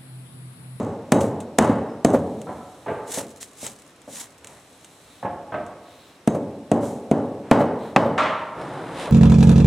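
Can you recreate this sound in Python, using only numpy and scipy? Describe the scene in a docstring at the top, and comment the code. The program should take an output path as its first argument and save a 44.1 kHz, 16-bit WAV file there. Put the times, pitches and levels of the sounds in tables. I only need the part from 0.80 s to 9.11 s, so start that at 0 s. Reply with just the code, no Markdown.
"""A big wooden boat shed, a stereo microphone near a deck of planks being chopped with an adze.
Each blow snaps fibres and thumps the boards, the blade drops back on them, and the shed rings on.
In a pause a hand sweeps the chips away; further off, someone knocks on timber.
Clothes rustle over a faint room tone. At the end the scene cuts to another place:
a steady drone and one scraping swish, a tool rubbing along a hull plank."""
import sys
import numpy as np
from scipy import signal
from scipy.fft import rfft, irfft, next_fast_len
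from scipy.io import wavfile

SR = 44100
rng = np.random.default_rng(int(sys.argv[2]) if len(sys.argv) > 2 else 0)


def master_out(mix):
    """Clip the mix to full scale and print it as 16-bit PCM to the path in sys.argv[1]."""
    frames = np.transpose(np.atleast_2d(mix))
    ceiling = np.clip(frames, -1, 1)
    pcm = np.round(ceiling * 32767).astype(np.int16)
    wavfile.write(sys.argv[1], SR, pcm)


N = 366471
TIME = np.arange(N) / SR

# adze blows: start_s, thump_db, contact_ms, crack_db, snap_db, boom_db, bright_db, ping_db
BLOWS = [(-0.13, 0, 1.0, -14, -7, -16, -3.5, -6), (0.3206, -1.5, 1.7, -12, -10.5, -15.5, -5.5, -12),
         (0.786, -6.5, 0.35, -14.5, -8.5, -14, 2, -16), (1.2480, -2.5, 0.81, -20, -12.5, -15, -9.5, -15),
         (5.4750, -2.5, 1.59, -19.5, -21.5, -20.5, -11.5, -19),
         (5.9159, -3.5, 1.2, -23, -24.5, -17.5, -9.5, -33), (6.3129, -2, 1.38, -25.5, -28.5, -18, -10, -38),
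         (6.7125, -1.5, 0.41, -6.5, -19.5, -13, 0.5, -29), (7.1618, -6, 1.6, -4.5, -25.5, -15, 2, -33)]
# blade dropping back, or a palm landing: start_s, thump_db, contact_ms, clack_db, boom_db
LIGHT_CONTACTS = [(0.357, -11.5, 1.5, -19.5, -25.5), (0.44, -7, 2.5, -23, -34),
                  (0.895, 1.5, 1.85, -19, -18), (1.337, -5.5, 0.71, -19, -28.5),
                  (1.345, -0.5, 0.6, -12.5, -24.5), (2.374, -25, 0.86, -21, -31),
                  (2.829, -38, 3.4, -36.5, -39), (3.277, -38, 0.98, -37.5, -40.5),
                  (5.547, -9, 0.73, -20, -29), (6.029, -16, 1.1, -24, -41), (6.806, -7.5, 0.29, -16, -39),
                  (7.257, -7, 1.2, -20, -27.5)]
# larger chips landing and snapping: start_s, tick_db, rattle_db
CHIP_FALLS = [(0.407, -14, -17), (0.6027, -21, -25), (1.6148, -21.5, -33), (2.627, -18.5, -28),
              (2.865, -11.5, -17.5), (3.2164, -29.5, -46), (3.441, -20, -36), (3.6445, -24, -35),
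              (3.671, -19, -28.5), (4.0453, -23.5, -33), (4.8635, -34, -37)]
# shavings peeling off and skittering: start_s, length_s, level_db
SHAVING_SLIDES = [(0.387, 0.16, -33), (1.325, 0.073, -32), (2.599, 0.086, -27), (3.677, 0.14, -45),
                  (5.544, 0.034, -37), (5.992, 0.28, -34), (6.185, 0.25, -70), (6.785, 0.065, -39)]
# hand strokes through the chips: fastest_s, length_s, hiss_db, rub_db
HAND_STROKES = [(2.361, 0.23, -29.5, -41.5), (2.843, 0.21, -35, -48), (3.379, 0.26, -35, -48.5)]
# knocks across the shed: start_s, level_db, tilt_db_per_octave, dull_hz, direct_db, echo_db, pitches_hz
FAR_KNOCKS = [(1.669, -31.5, -1.5, 1500, 0, -1.5, (740, 1000, 1325)),
              (2.061, -24.5, -1.5, 3800, -5, -0.5, (422, 483, 670, 873, 1177, 1575)),
              (4.428, -27.5, -3, 2960, 0.5, 3.5, (554, 715, 838, 892, 1090, 1685)),
              (4.721, -28, -1.5, 4500, 1, 4, (613, 697, 1119, 1275, 1557)),
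              (7.378, -15, 5, 8000, -1.5, -18, (623, 932, 1060, 1157, 1248, 1356))]
# trousers and shoes: start_s, length_s, swish_db, rustle_db, scuff_db
STANCE_SHIFTS = [(1.299, 1, -57.5, -68, -64), (3.615, 0.21, -59, -66, -49.5), (3.721, 0.75, -57, -74, -66),
                 (4.199, 0.29, -61, -57.5, -79), (5.001, 0.39, -65, -55.5, -75),
                 (6.621, 0.23, -76, -73, -45.5), (6.979, 0.16, -62, -54, -45)]
# thin, far whistles: start_s, length_s, pitch_hz, level_db
FAR_WHISTLES = [(1.075, 0.077, 5170, -63), (7.786, 0.078, 5300, -60)]

# modes of the flexing boards and the steel blade: pitch_hz, level_db, t60_s
BOARD_MODES = [(470, 4.5, 0.0032), (218, -5, 0.028), (640, -5.5, 0.015), (142, -16, 0.081),
               (1110, -35, 0.0099)]
BLADE_MODES = [(3850, -33, 0.39), (6400, -29.5, 0.33), (6360, -31, .22), (7800, -38, 0.13),
               (9920, -33, .12)]
# lasting resonances of the deck: pitch_hz, width_hz, lift_db
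DECK_PEAKS = [(225, 35, 8), (286.2, 10.4, 11.5), (408, 7.3, 4.5), (497, 23, -2.5), (561, 27, 7),
              (614, 86, 2), (780, 23, 1), (858, 4.5, 5), (1110, 19, 4.5), (1590, 24, 1), (2390, 46, -22),
              (3000, 140, 8), (3800, 150, 7)]
# decay of deck and shed together: band_hz, t60_s
SHED_DECAY = [(90, 1.16), (220, 1.054), (560, 1.18), (1400, 0.93), (3500, 0.69), (8000, 0.47),
              (16000, 0.55)]
# stereo width at the microphone: band_hz, side_minus_mid_db
STEREO_WIDTH = [(30, -10), (70, -23), (170, -55), (350, -37.5), (700, -23.5), (1400, -17), (2800, -12),
                (5600, -9.5), (9000, -3), (14000, 10.5)]

# noise spectra at the microphone: frequency_hz, density_db
DECK_BOOM = [(30, -33), (65, -32), (90, -5.5), (130, -5.5), (230, -4), (340, -6.5), (480, -3), (640, -8),
             (850, -7.5), (1200, -16), (2000, -25.5), (3500, -40.5), (5000, -42), (16000, -69)]
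WOOD_CRACK = [(300, -23), (800, 10.5), (1400, 2), (2500, -2), (4000, -18), (5000, -21), (16000, -46)]
FIBRE_SNAP = [(1000, -3.5), (3000, -1), (4200, -5), (4900, -11), (6400, 1), (8200, 2.5), (10000, -5.5),
              (12000, -16), (16000, -21.5)]
HOLLOW_CLACK = [(100, -18), (350, -23), (560, 14.5), (720, -5), (1000, -7.5), (1600, -18), (3000, -31),
                (5000, -39), (16000, -46)]
CHIP_BRUSH = [(710, -26), (1200, -22), (1430, -10), (1770, -6.5), (2230, -5.5), (2530, -9.5), (4040, -3.5),
              (4600, -8.5), (6370, -1), (7820, 0.5), (10300, -5), (16000, -24.5)]
HULL_DRONE = [(29, -34), (50, 6), (70, -20), (140, 4.5), (211, -4.5), (318, 3), (411, -1.5), (497, 2.5),
              (775, -1), (844, -0.5), (1650, -11), (2530, -24), (2800, -39), (3000, -46), (3900, -52),
              (6600, -120)]
TOOL_SCRAPE = [(1180, -4.5), (2000, 0), (4010, -1.5), (4450, -10), (4820, -8), (6040, -13.5), (9490, -11),
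               (14800, -39), (15600, -40), (16000, -85)]
TIMBER_KNOCK = [(40, -13.5), (100, -1.5), (250, 0.5), (400, 0), (580, 2), (850, 1.5), (1050, -2),
                (1300, -4), (2000, -8), (3500, -19.5), (5000, -34), (9000, -40), (16000, -83)]
CLOTH_RUSTLE = [(700, -8), (2000, -1), (3000, -1), (4000, 6), (4800, -10), (7000, -11), (10000, -13),
                (14000, -17), (16000, -21)]
SOFT_HISS = [(1500, -22), (2800, -6), (4100, 2.5), (4700, -12), (6000, -3), (8300, 0), (10000, -4.5),
             (12500, -11), (16000, -29)]
ROOM_HUM = [(18, -14), (30, -3), (80, -2), (249, -3.5), (277, 2.5), (327, -3.5), (468, -4), (509, -3),
            (995, -10), (1080, -8), (1360, -11.5), (2780, -16.5), (4500, -23.5), (5850, -21.5),
            (9900, -120)]


def adze(size=65536, bite_lead_s=0.0024, bass_start_db=3.5, bass_db_per_s=-1.1):
    """Near the microphone: the edge bites, fibres snap, boards thump, steel pings, the shed answers."""
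    out, t = np.zeros((2, N)), TIME[:size]
    same_spot = rng.standard_normal((2, size))  # blows land close together and share much of their ring
    for s, thump_db, contact_ms, crack_db, snap_db, boom_db, bright_db, ping_db in BLOWS:
        add(out, s - bite_lead_s, from_db(snap_db - 17) * burst(FIBRE_SNAP, t60=0.017, width_db=3))
        add(out, s, from_db(thump_db + 5.5) * thump(contact_ms))
        add(out, s, from_db(crack_db) * burst(WOOD_CRACK, t60=0.035, width_db=-6.5))
        add(out, s, from_db(snap_db) * burst(FIBRE_SNAP, t60=0.015, width_db=-5, rise_s=0.0001))
        ping = sum(from_db(db + rng.normal(0, 1)) * np.sin(2 * np.pi * hz * t) * fade(t, t60)
                   for hz, db, t60 in BLADE_MODES)
        add(out, s, from_db(ping_db) * ping)
        bass_db = bass_start_db + bass_db_per_s * s  # less deep as the work moves along the deck
        add(out, s, from_db(boom_db) * boom(bright_db, build_s=0.0012, common=same_spot, bass_db=bass_db))
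        wash = noise(FIBRE_SNAP, size, grain_db=4.5) * fade(t, 0.49)  # treble returned by the shed
        add(out, s, from_db(0.87 * snap_db - 28) * wash)
    return out


def thump(contact_ms, return_s=0.00433, return_db=-1.5):
    """A half-sine push bends the boards; the bending wave comes back once from their far edge."""
    t = TIME[:8192]
    push = np.sin(np.pi * np.minimum(t * 1000 / contact_ms, 1))
    modes = sum((-1) ** k * from_db(db) * np.sin(2 * np.pi * hz * t) * fade(t, t60)
                for k, (hz, db, t60) in enumerate(BOARD_MODES))
    flex = signal.fftconvolve(push / push.sum(), modes)[:len(t)]
    return flex + from_db(return_db) * np.interp(t - return_s, t, flex, left=0)


def boom(bright_db, build_s, common=0, bass_db=0, bright_hz=900, bass_hz=126):
    """The whole deck rings on in the shed; a harder blow wakes more of its upper modes."""
    def colour(hz):
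        treble_shelf = bright_db * hz ** 4 / (hz ** 4 + bright_hz ** 4)
        bass_shelf = bass_db / (1 + (hz / bass_hz) ** 4)
        return resonances(DECK_PEAKS, hz) + treble_shelf + bass_shelf
    ring = shed_ring(DECK_BOOM, colour, common)
    return ring * (1 - np.exp(-TIME[:ring.shape[1]] / build_s))


def bumps():
    """Blade or palm lands lightly on the deck: a small thump, a hollow clack and a brief ring."""
    out = np.zeros((2, N))
    for s, thump_db, contact_ms, clack_db, boom_db in LIGHT_CONTACTS:
        add(out, s, from_db(thump_db - 1) * thump(contact_ms))
        add(out, s, from_db(clack_db) * burst(HOLLOW_CLACK, t60=0.13, width_db=-18, rise_s=0.00051))
        ring = boom(bright_db=-15, build_s=0.00077)
        add(out, s, from_db(boom_db) * ring * fade(TIME[:ring.shape[1]], 1.0))
    return out


def chips():
    """Single chips tick on the deck; shavings rustle and slide to rest."""
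    out = np.zeros((2, N))
    for s, tick_db, rattle_db in CHIP_FALLS:
        add(out, s, from_db(tick_db - 10) * burst(FIBRE_SNAP, t60=0.017, width_db=-6, grain_db=5.5))
        add(out, s, from_db(rattle_db - 15) * burst(FIBRE_SNAP, t60=0.097, width_db=-1, grain_db=3.5))
    for s, length, db in SHAVING_SLIDES:
        t = TIME[:int(2 * length * SR)]
        slide = fade(t, 2 * length, rise_s=0.18 * length)
        add(out, s, from_db(db - 1.5) * noise(CHIP_BRUSH, len(t), grain_db=3.5) * slide)
    return out


def hand_sweep(catch_db=2.5, catches_per_s=140, ticks_per_s=90, press_lag_s=0.031):
    """A palm drags dry chips over the grain; they catch and slip above a dull rub, then tumble to rest."""
    hiss = sum(from_db(db) * stroke(s, length) for s, length, db, _ in HAND_STROKES)
    rub = sum(from_db(db) * stroke(s + press_lag_s, length) for s, length, _, db in HAND_STROKES)
    tumbling = sum(from_db(db - 15.5) * fade(TIME - s, t60=1.66) for s, _, db, _ in HAND_STROKES)
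    landings = (rng.random(N) < ticks_per_s / SR) * rng.random(N)
    tick = fade(TIME[:4096], 0.015) + from_db(-12) * fade(TIME[:4096], 0.17)
    ticks = rms_one(signal.fftconvolve(landings, tick)[:N])
    moments = np.arange(0, TIME[-1], 1 / catches_per_s)
    grip = np.interp(TIME, moments, rng.standard_normal(N)[:len(moments)])
    catching = rms_one(from_db(catch_db * grip))
    crackle = np.hypot(catching * hiss, tumbling * ticks) * noise(CHIP_BRUSH, grain_db=2.5)
    return crackle + catching * rub * noise(WOOD_CRACK, grain_db=3)


def hull_rub(cut_s=7.745, rise_s=0.025, push_s=8.22, push_length_s=0.22, plank_lag_s=0.068):
    """Another place, after the cut: a rubbed plank drones steadily, with one scraping swish."""
    fade_in = 1 - np.exp(-np.maximum(TIME - cut_s, 0) / rise_s)
    drone = from_db(-32.5) + from_db(-38) * stroke(push_s + plank_lag_s, push_length_s)
    hiss = from_db(-49.5) + from_db(-38) * stroke(push_s, push_length_s)
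    return fade_in * (drone * noise(HULL_DRONE) + hiss * noise(TOOL_SCRAPE, grain_db=3.5))


def far_knocks(echo_s=0.02, rise_s=0.0008, build_s=0.042, peak_width_hz=34, peak_db=12):
    """Across the shed, timber rings at its own pitches: heard direct, off a wall, then filling the room."""
    out = np.zeros((2, N))
    for s, db, tilt_db, dull_hz, direct_db, echo_db, pitches in FAR_KNOCKS:
        def colour(hz):
            dulling = 10 * np.log10(1 + (hz / dull_hz) ** 4)
            tilt = tilt_db * np.log2(np.clip(hz, 300, 6000) / 1000)
            return tilt - dulling + resonances([(pitch, peak_width_hz, peak_db) for pitch in pitches], hz)
        ring = shed_ring(TIMBER_KNOCK, colour)
        t = TIME[:ring.shape[1]]
        direct = from_db(direct_db) * fade(t, 0.13, rise_s)
        reflection = from_db(echo_db) * fade(t - echo_s, 0.21, rise_s)
        room = 1 - np.exp(-t / build_s)
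        modes = sum(np.sin(2 * np.pi * (hz * t + rng.random())) for hz in pitches) / np.sqrt(len(pitches))
        clack = fade(t, 0.071, rise_s) + from_db(5) * fade(t - echo_s, 0.3, rise_s)
        add(out, s, from_db(db) * (ring * (direct + reflection + room) + from_db(-12.5) * modes * clack))
    return out * from_db([[-0.35], [0.35]])  # a little to the right


def stance_shifts():
    """The worker shifts his stance: trousers swish and rustle, shoes scuff the boards."""
    out = np.zeros((2, N))
    for s, length, swish_db, rustle_db, scuff_db in STANCE_SHIFTS:
        swell = arch(length)
        swish = from_db(swish_db) * noise(SOFT_HISS, len(swell), grain_db=4)
        rustle = from_db(rustle_db) * noise(CLOTH_RUSTLE, len(swell), grain_db=3.5)
        scuff = from_db(scuff_db) * noise(TIMBER_KNOCK, len(swell))
        add(out, s, swell * (swish + rustle + scuff))
    return out


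def far_whistles():
    """Far from the microphone, something whistles: a faint, brief, pure tone."""
    out = np.zeros((2, N))
    for s, length, hz, db in FAR_WHISTLES:
        swell = arch(length)
        add(out, s, from_db(db) * swell ** 2 * np.sin(2 * np.pi * hz * TIME[:len(swell)]))
    return out


def shed_ring(spectrum, colour, common=0, size=65536):
    """A dense ring of boards and shed, in which the treble dies first."""
    bins = rfft(noise(spectrum, size, colour, common=common))
    hz = np.arange(size // 2 + 1) * SR / size
    centres, t60s = np.transpose(SHED_DECAY)
    bands = [np.interp(np.log(hz + 1), np.log(centres), row) for row in np.eye(len(centres))]
    return sum(irfft(bins * band) * fade(TIME[:size], t60) for band, t60 in zip(bands, t60s))


def room_tone():
    """Quiet air throughout: a faint steady hiss and a wide, low hum."""
    return from_db(-62) * noise(SOFT_HISS, grain_db=2.5) + from_db(-52) * noise(ROOM_HUM, width_db=8)


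def noise(spectrum, size=N, colour=lambda hz: 0, width_db=0, grain_db=0, common=0):
    """Shaped stereo noise of unit power; grain breaks it into tiny clicks; a common part recurs."""
    padded = next_fast_len(size, True)
    hz = np.arange(padded // 2 + 1) * SR / padded
    white = rng.standard_normal((2, padded))
    grains = from_db(grain_db * np.minimum(rng.exponential(1, padded), 2 * np.pi))
    mid, side = rfft(white * grains + common) * from_db(at_hz(spectrum, hz) + colour(hz))
    side = side * from_db(at_hz(STEREO_WIDTH, hz) + width_db)
    return rms_one(irfft([mid + side, mid - side], padded)[:, :size])


def burst(spectrum, t60, width_db, grain_db=0, rise_s=0.00036, size=4096):
    """A short crackle of breaking or clicking wood."""
    return noise(spectrum, size, width_db=width_db, grain_db=grain_db) * fade(TIME[:size], t60, rise_s)


def fade(t, t60, rise_s=0.00021):
    """A rounded onset at time zero, then an exponential decay."""
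    since = np.maximum(t, 0)
    return (1 - np.exp(-(since / rise_s) ** 2)) * from_db(-60 * since / t60)


def stroke(fastest_s, length_s):
    """Speed of a stroke: a bell around its fastest moment, nearly still at both ends."""
    return np.exp(-(4 * (TIME - fastest_s) / length_s) ** 2)


def arch(length_s):
    """A smooth swell and fall."""
    return np.sqrt(np.sin(np.pi * np.arange(int(length_s * SR)) / (length_s * SR)))


def resonances(peaks, hz):
    """Lift in dB from rows of pitch_hz, width_hz, lift_db."""
    return sum(db / (1 + (2 * (hz - centre) / width) ** 2) for centre, width, db in peaks)


def at_hz(points, hz):
    """Read a table on a log-frequency axis."""
    frequencies, values = np.transpose(points)
    return np.interp(np.log(hz + 1), np.log(frequencies), values)


def from_db(db):
    """Decibels to gain."""
    return 10 ** (np.asarray(db) / 20)


def rms_one(x):
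    """Scale to unit power."""
    return x / np.sqrt(np.mean(x ** 2) + 1e-20)


def add(out, start_s, sound):
    """Mix a sound in at a time, cropped to the scene."""
    at = round(start_s * SR)
    first, last = max(at, 0), min(at + sound.shape[-1], N)
    if last > first:
        out[:, first:last] += sound[..., first - at:last - at]


def scene():
    """The shed, work in front and knocks behind; at the end, a cut to the drone of another place."""
    behind = room_tone() + far_knocks()
    shed = adze() + bumps() + chips() + hand_sweep() + stance_shifts() + far_whistles() + behind
    return shed + hull_rub()


def record(dry, low_cut_hz=68, ceiling=0.92, top_cut_hz=16200):
    """The microphone sheds deep rumble, the loudest peaks flatten, the top is cut."""
    lean = signal.sosfilt(signal.butter(3, low_cut_hz, "high", fs=SR, output="sos"), dry)
    rounded = lean / (1 + np.abs(lean / ceiling) ** 8) ** (1 / 8)
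    return signal.sosfilt(signal.ellip(10, 0.1, 80, top_cut_hz, fs=SR, output="sos"), rounded)


dry = scene()
out = record(dry)
master_out(out)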